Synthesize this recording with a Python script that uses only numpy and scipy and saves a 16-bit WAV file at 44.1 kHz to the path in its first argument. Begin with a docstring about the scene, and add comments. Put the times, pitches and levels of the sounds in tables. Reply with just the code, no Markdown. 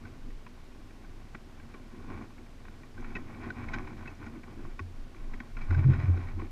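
"""A hand rubs and creaks on a camera pole, close up and hollow, over a soft wash of surf.
Stick-slip friction of the grip drums on the shaft and rings the air and plastic shell of the housing;
the mount ticks and squeaks through the same housing. The pole rumbles as it swings, and near the end
a run of jolts sets it booming and juddering in its bending modes. Faint pips and a whine sit on top."""
import sys
import numpy as np
from scipy import signal
from scipy.fft import rfft, irfft, next_fast_len
from scipy.io import wavfile
from scipy.ndimage import uniform_filter1d, map_coordinates

SR = 44100
rng = np.random.default_rng(int(sys.argv[2]) if len(sys.argv) > 2 else 0)


def pcm_store(signal):
    """Save signal as 16-bit PCM."""
    levels = np.round(np.clip(np.atleast_2d(signal), -1, 1) * 32767)
    wavfile.write(sys.argv[1], SR, levels.astype(np.int16).T)


N = 287091

# slides of the hand along the pole: (start [s], length [s], shaft drumming [dB], rub [dB])
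HAND_SLIDES = [(0.0, 0.19, -54.5, -66), (0.256, 0.028, -45.5, -67), (1.555, 0.34, -57.5, -69),
               (1.94, 0.11, -49, -62.5), (2.081, 0.15, -42.5, -54), (2.352, 0.088, -52.5, -85),
               (2.98, .41, -49, -57.5), (3.4, 0.13, -45, -52), (3.558, 0.14, -46, -50.5),
               (3.716, 0.093, -43, -49), (3.825, 0.13, -46, -54), (3.977, 0.16, -50, -57),
               (4.193, 0.1, -46.5, -56), (4.332, 0.049, -45, -58), (4.467, 0.065, -47, -59),
               (4.57, 0.14, -49, -59), (5.19, 0.33, -60, -64), (5.57, 0.13, -56, -55),
               (5.707, 0.16, -45, -51), (5.894, 0.15, -42, -48), (6.057, 0.12, -51, -54),
               (6.149, .17, -49, -53), (6.382, 0.074, -42.5, -55)]
# hollow resonances of the air in the housing: (frequency [Hz], width [Hz], gain [dB])
AIR_MODES = [(624, 217, -5.5), (807, 180, -0.5), (1073, 104, 2.5), (1500, 138, 4), (1900, 128, 3),
             (2290, 175, 4), (2618, 140, -9)]
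# resonances of the housing's plastic shell: (frequency [Hz], width [Hz], gain [dB])
SHELL_MODES = [(3057, 250, -4), (3225, 24, 4.5), (4044, 760, 1.5), (4217, 290, 0.5), (4880, 230, -13),
               (5340, 160, -5), (6400, 1300, -10)]
# higher resonances of the shaft: (frequency [Hz], width [Hz], gain [dB])
SHAFT_MODES = [(230.6, 31, 3.5), (326.3, 49.7, -1.5), (375.5, 31, -1.5), (539, 160, -21)]
# creaks of the mount, with squeak and knock relative to the creak:
# (time [s], level [dB], squeak pitch [Hz], squeak [dB], knock [dB], length [s])
MOUNT_CREAKS = [(0.053, -40.5, 1515, -3, -18, 0.0057), (0.466, -40, 994, -6, -18, 0.0052),
                (1.047, -49, 1540, -4, -15, 0.0056), (1.348, -34.5, 1385, -9, -4, 0.0048),
                (1.599, -45.5, 1596, -4, -9, .005), (1.742, -41.5, 1126, -7.5, 0, 0.0074),
                (2.381, -47.5, 1400, -9, -8, 0.0037), (2.651, -43, 1000, -10, -16, 0.0037),
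                (2.682, -41.5, 1440, -9, -13, 0.0034), (2.834, -45, 1500, -19, -10, 0.0051),
                (2.979, -42, 1530, 7, -10, 0.0034), (3.045, -37.5, 1817, -9, -14, 0.0035),
                (3.154, -28.5, 2580, -4, -7, 0.0064), (3.165, -32, 1896, -5.5, -0.5, 0.0061),
                (3.304, -44.5, 1050, -12, -14, .0057), (3.437, -38, 1870, -9, -9, 0.0062),
                (3.504, -28.5, 1506, 4, -18, 0.0044), (3.688, -34.5, 2190, -10, -20, 0.0061),
                (3.738, -27, 1540, -12, -20, 0.01), (3.873, -39, 1570, -10, -7, 0.0064),
                (4.057, -40, 1490, -19, -8, 0.0074), (4.077, -36, 2590, -4, -12, .006),
                (4.265, -41, 1440, -3, 0, 0.0075), (4.435, -42.5, 1510, -19, -3, 0.0088),
                (4.793, -29, 1107, -4.5, -7.5, 0.0053), (5.146, -44, 1130, -2, -16, .003),
                (5.338, -38.5, 2204, -12, 0, 0.0059), (5.403, -32.5, 1526, -8, -4, 0.004),
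                (5.57, -37, 1405, -8, -7, .006), (5.614, -39, 2330, -11, -7.5, .01),
                (5.707, -30, 1440, -5, 1, 0.0059), (5.747, -32, 1543, 1.5, -22, 0.0045),
                (5.935, -34.5, 1460, -3, 0, 0.0036), (6.174, -37.5, 1460, -2, 3.5, 0.0046),
                (6.398, -39, 1070, 4, -15, 0.0049)]
# jolts that bend the pole: (time [s], lower mode [dB], upper mode [dB], push length [s])
POLE_JOLTS = [(.03, -42.5, -52, .025), (3.731, -39, -44, 0.033), (4.793, -34, -62, 0.027),
              (5.678, -19.5, -47, 0.045), (5.748, -22.5, -22.5, 0.043), (5.835, -32, -13, 0.036),
              (5.873, -19.5, -15, 0.032), (5.97, -22, -25, 0.011), (6.022, -22.5, -27, 0.024),
              (6.065, -16, -34.5, 0.035), (6.319, -31.5, -54, 0.046)]
# the pole's lower and upper bending modes: (frequency [Hz], time to fall 60 dB [s])
BENDING_MODES = [(88, 0.39), (131, 0.11)]
# swings of the pole: (start [s], length [s], sway [dB])
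POLE_SWINGS = [(.22, .19, -41), (1.04, .15, -42.5), (2.03, 0.13, -42), (3.0, 0.29, -37.5),
               (3.67, 0.19, -38.5), (4.58, 0.17, -38), (4.96, 0.093, -39), (5.21, 0.16, -35),
               (5.54, .46, -35), (6.08, 0.1, -36), (6.25, 0.26, -37.5)]
# resonances of the trembling and of the juddering pole: (frequency [Hz], width [Hz], gain [dB])
TREMOR_MODES = [(84.4, 14.4, 2), (133.7, 26.3, -4.5)]
JUDDER_MODES = [(179, 27, -4.5), (217, 25, 2), (315, 50, -5), (502, 140, -21)]
# faint high pips: (time [s], pitch [Hz])
HIGH_PIPS = [(3.01, 6160), (3.79, 5800), (4.104, 5970), (4.153, 5750), (4.264, 6640)]
# tone curve of the surf: (frequency [Hz], relative density [dB])
SURF_SPECTRUM = [(20, -18.5), (50, -7.5), (100, -14.5), (170, -19.5), (235, -17.5), (330, -24),
                 (480, -25.5), (1100, -31.5), (2300, -34.5), (3200, -37.5), (5500, -41.5), (8000, -47.5),
                 (12000, -53), (15000, -58)]
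# whine of the electronics: (pitch [Hz], level [dB])
WHINE_TONES = [(12647, -95), (12707, -99), (13126, -99)]

ORDINARY_RUB_DB = -53.5  # scrape and tremor follow the rub above and below this level
SCRAPE_DB, SCRAPE_DB_PER_RUB_DB = -57, 1.23
TREMOR_DB, TREMOR_DB_PER_RUB_DB = -47, 0.77
CLACK_DB, CLACK_DB_PER_S = -24.5, 1099  # a longer creak wakes the shell more
JUDDER_DB, JUDDER_POWER = -32.5, 1.9  # level at the hardest bend; power law with the strain
PIP_DB, SURF_DB, TOP_HZ = -64, -54, 15200


def grip(drum_db, rub_db):
    """Hand friction drums on the shaft, rubs the housing's low modes and scrapes its upper ones."""
    drum = unit(muffle(ring(slips(rate=450, spread_db=1, hiss=1), SHAFT_MODES), 640, order=2))
    rub = unit(muffle(housing_air(slips(rate=700, spread_db=5, hiss=1)), 1236, order=5))
    grit = slips(rate=900, spread_db=5, hiss=0.99)
    bright_air = filtered(housing_air(grit), lambda hz: 1 / (1 + (1280 / (hz + 1)) ** 10))  # high-pass
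    effort_db = rub_db - ORDINARY_RUB_DB
    shell_db = -16 + 0.31 * np.maximum(effort_db, 0)  # a harder rub wakes the shell
    scrape = unit(bright_air) + amp(shell_db) * unit(housing_shell(grit))
    scrape_db = SCRAPE_DB + SCRAPE_DB_PER_RUB_DB * effort_db
    catch_db = 2 * wobble(45)  # the grip catches and lets go
    snags = amp(-12) * unit(housing_air(slips(rate=45, spread_db=1, hiss=0.01)))
    return (drum * amp(drum_db + 1.3 * wobble(18))
            + rub * amp(rub_db + catch_db)
            + (scrape + snags) * amp(scrape_db + catch_db))


def hand_levels():
    """Drumming and rub envelopes in dB: the hand presses hardest in mid-slide, then rests."""
    start, length, drum_db, rub_db = np.transpose(HAND_SLIDES)
    shape = dict(attack_s=0.051, release_s=0.087, arch_db=1)
    return (strokes(zip(start, length, drum_db), rest_db=-58.5, **shape),
            strokes(zip(start, length, rub_db), rest_db=-67.5, **shape))


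def mount_creaks():
    """Each creak is a quick run of slips that rings the housing, knocks the shaft and squeaks."""
    out, t = np.zeros(N), np.arange(SR // 8) / SR
    for time, db, hz, squeak_db, knock_db, length in MOUNT_CREAKS + small_ticks():
        swell = np.exp(-(t / length - 0.6) ** 2)
        tail = 0.22 * np.exp(-t / 0.012)
        run = rng.standard_normal(len(t)) * (swell + tail)
        run[round(0.25 * length * SR)] += (0.0064 / length) ** 2  # shorter runs snap harder
        squeak = peaked(np.sin(2 * np.pi * hz * t) * t ** 2 * np.exp(-t / (0.51 * length)))
        hollow = peaked(peaked(housing_air(run)) + amp(squeak_db) * squeak)
        clack = amp(CLACK_DB + CLACK_DB_PER_S * length) * peaked(housing_shell(run))
        knock = amp(knock_db) * peaked(muffle(ring(run, SHAFT_MODES), 800, order=2))
        add(out, time - 0.4 * length, amp(db - 0.5) * (hollow + clack + knock))
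    return out


def small_ticks(per_s=2.2, db=-53, spread_db=4):
    """Rows of faint extra creaks at chance moments, each pitched on an air mode of the housing."""
    rows = []
    for when, size, mode in rng.random((round(per_s * N / SR), 3)):
        hz = AIR_MODES[int(mode * len(AIR_MODES))][0]
        rows.append((when * N / SR, db + spread_db * (2 * size - 1), hz, -14, -8, 0.0045))
    return rows


def pole_rumble(rub_db):
    """The pole sways with a wavering sub-bass tone and trembles under the rubbing hand."""
    sway_db = strokes(POLE_SWINGS, attack_s=0.093, release_s=0.093, arch_db=0.5, rest_db=-48.5)
    sway_db += 1.4 * wobble(7)
    sway = wavering(hz=21.5, drift=0.22, rate=40)
    tremor = unit(ring(rng.standard_normal(N), TREMOR_MODES))
    tremor_db = TREMOR_DB + TREMOR_DB_PER_RUB_DB * (rub_db - ORDINARY_RUB_DB)
    return sway * amp(sway_db) + tremor * amp(tremor_db)


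def pole_boom():
    """Each jolt swells the bending modes, then lets them ring out; hard bending adds a judder."""
    boom, t = np.zeros(N), np.arange(SR // 2) / SR
    for time, lower_db, upper_db, push in POLE_JOLTS:
        swell = np.sin(np.pi / 2 * np.minimum(t / push, 1)) ** 2
        for (hz, t60), db in zip(BENDING_MODES, (lower_db, upper_db)):
            decay_db = 60 * np.maximum(t - push, 0) / t60
            add(boom, time, swell * amp(db - decay_db) * np.sin(2 * np.pi * hz * t))
    strain = peaked(np.sqrt(np.abs(uniform_filter1d(boom ** 2, size=900))))  # the boom's envelope
    judder = unit(muffle(ring(rng.standard_normal(N), JUDDER_MODES), 600, order=3))
    return boom + amp(JUDDER_DB) * strain ** JUDDER_POWER * judder


def pips():
    """Tiny high pips, each a few milliseconds of rising tone."""
    out, t = np.zeros(N), np.arange(-SR // 40, SR // 40) / SR
    envelope = amp(PIP_DB) * np.exp(-(t / 0.0039) ** 2)
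    for time, hz in HIGH_PIPS:
        add(out, time + t[0], envelope * np.sin(2 * np.pi * hz * (t + 2.2 * t ** 2)))
    return out


def surf():
    """The sea washes on the rocks: a steady bed of dark noise."""
    wash = filtered(rng.standard_normal(N), lambda hz: amp(along(SURF_SPECTRUM, hz)))
    return amp(SURF_DB) * unit(wash)


def whine():
    """The camera's electronics sing in thin, slightly unsteady tones."""
    return sum(amp(db) * wavering(hz, drift=0.0006, rate=30) for hz, db in WHINE_TONES)


def slips(rate, spread_db, hiss):
    """Stick-slip friction: about rate uneven impulses a second on a smooth hiss."""
    sizes = rng.standard_normal(N) * amp(spread_db * rng.standard_normal(N))
    impulses = sizes * (rng.random(N) < rate / SR)
    return unit(unit(impulses) + hiss * rng.standard_normal(N))


def housing_air(x):
    """The enclosed air gives x a hollow voice."""
    return muffle(ring(x, AIR_MODES), 3500, order=3)


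def housing_shell(x):
    """The plastic shell gives x a thin clack."""
    return muffle(ring(x, SHELL_MODES), 6130, order=8)


def strokes(rows, attack_s, release_s, arch_db, rest_db):
    """Envelope in dB of strokes that rise, arch and fall back to a resting level."""
    t, power = np.arange(N) / SR, amp(rest_db) ** 2
    for start, length, db in rows:
        rise, fall = (t - start) / attack_s, (start + length - t) / release_s
        fade = np.sin(np.pi / 2 * np.clip(np.minimum(rise, fall) + 0.5, 0, 1))
        off_centre = np.minimum((2 * (t - start) / length - 1) ** 2, 1)
        power = power + (amp(db - arch_db * off_centre) * fade) ** 2
    return 10 * np.log10(power)


def wavering(hz, drift, rate):
    """A tone of rms 1 whose pitch wanders."""
    return np.sqrt(2) * np.sin(2 * np.pi * np.cumsum(hz * (1 + drift * wobble(rate))) / SR)


def wobble(rate):
    """A smooth random curve, rate knots a second."""
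    return map_coordinates(rng.standard_normal(int(N * rate / SR) + 4), [np.arange(N) * rate / SR])


def ring(x, modes):
    """x through parallel resonances of alternating polarity."""
    def response(f):
        return sum((-1) ** k * amp(db) * 1j * f * width / (hz * hz - f * f + 1j * f * width)
                   for k, (hz, width, db) in enumerate(modes))
    return filtered(x, response)


def muffle(x, hz, order):
    """Low-pass x at hz."""
    return signal.sosfilt(signal.butter(order, hz, fs=SR, output="sos"), x)


def filtered(x, response):
    """x through a frequency response."""
    size = next_fast_len(len(x) + SR // 4)
    return irfft(rfft(x, size) * response(np.fft.rfftfreq(size, 1 / SR)), size)[:len(x)]


def along(points, hz):
    """Read a tone curve on a log frequency axis."""
    frequencies, values = np.transpose(points)
    return np.interp(np.log(hz + 1), np.log(frequencies + 1), values)


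def add(track, time, sound):
    """Mix a sound into the track at a time in seconds."""
    part = track[max(round(time * SR), 0):][:len(sound)]
    part += sound[:len(part)]


def amp(db):
    """Decibels to gain."""
    return 10 ** (np.asarray(db) / 20)


def unit(x):
    """x at rms 1."""
    return x / np.sqrt(np.mean(x ** 2) + 1e-20)


def peaked(x):
    """x at peak 1."""
    return x / np.abs(x).max()


def scene():
    """A bed of surf with the handling noise on top, in mono."""
    drum_db, rub_db = hand_levels()
    mix = surf() + grip(drum_db, rub_db) + pole_rumble(rub_db) + pole_boom() + pips() + mount_creaks()
    return mix[None]


def record(dry):
    """The camera adds its faint whine and cuts everything above its band limit."""
    return filtered(dry[0] + whine(), lambda hz: hz < TOP_HZ)[None]


dry = scene()
out = record(dry)
pcm_store(out)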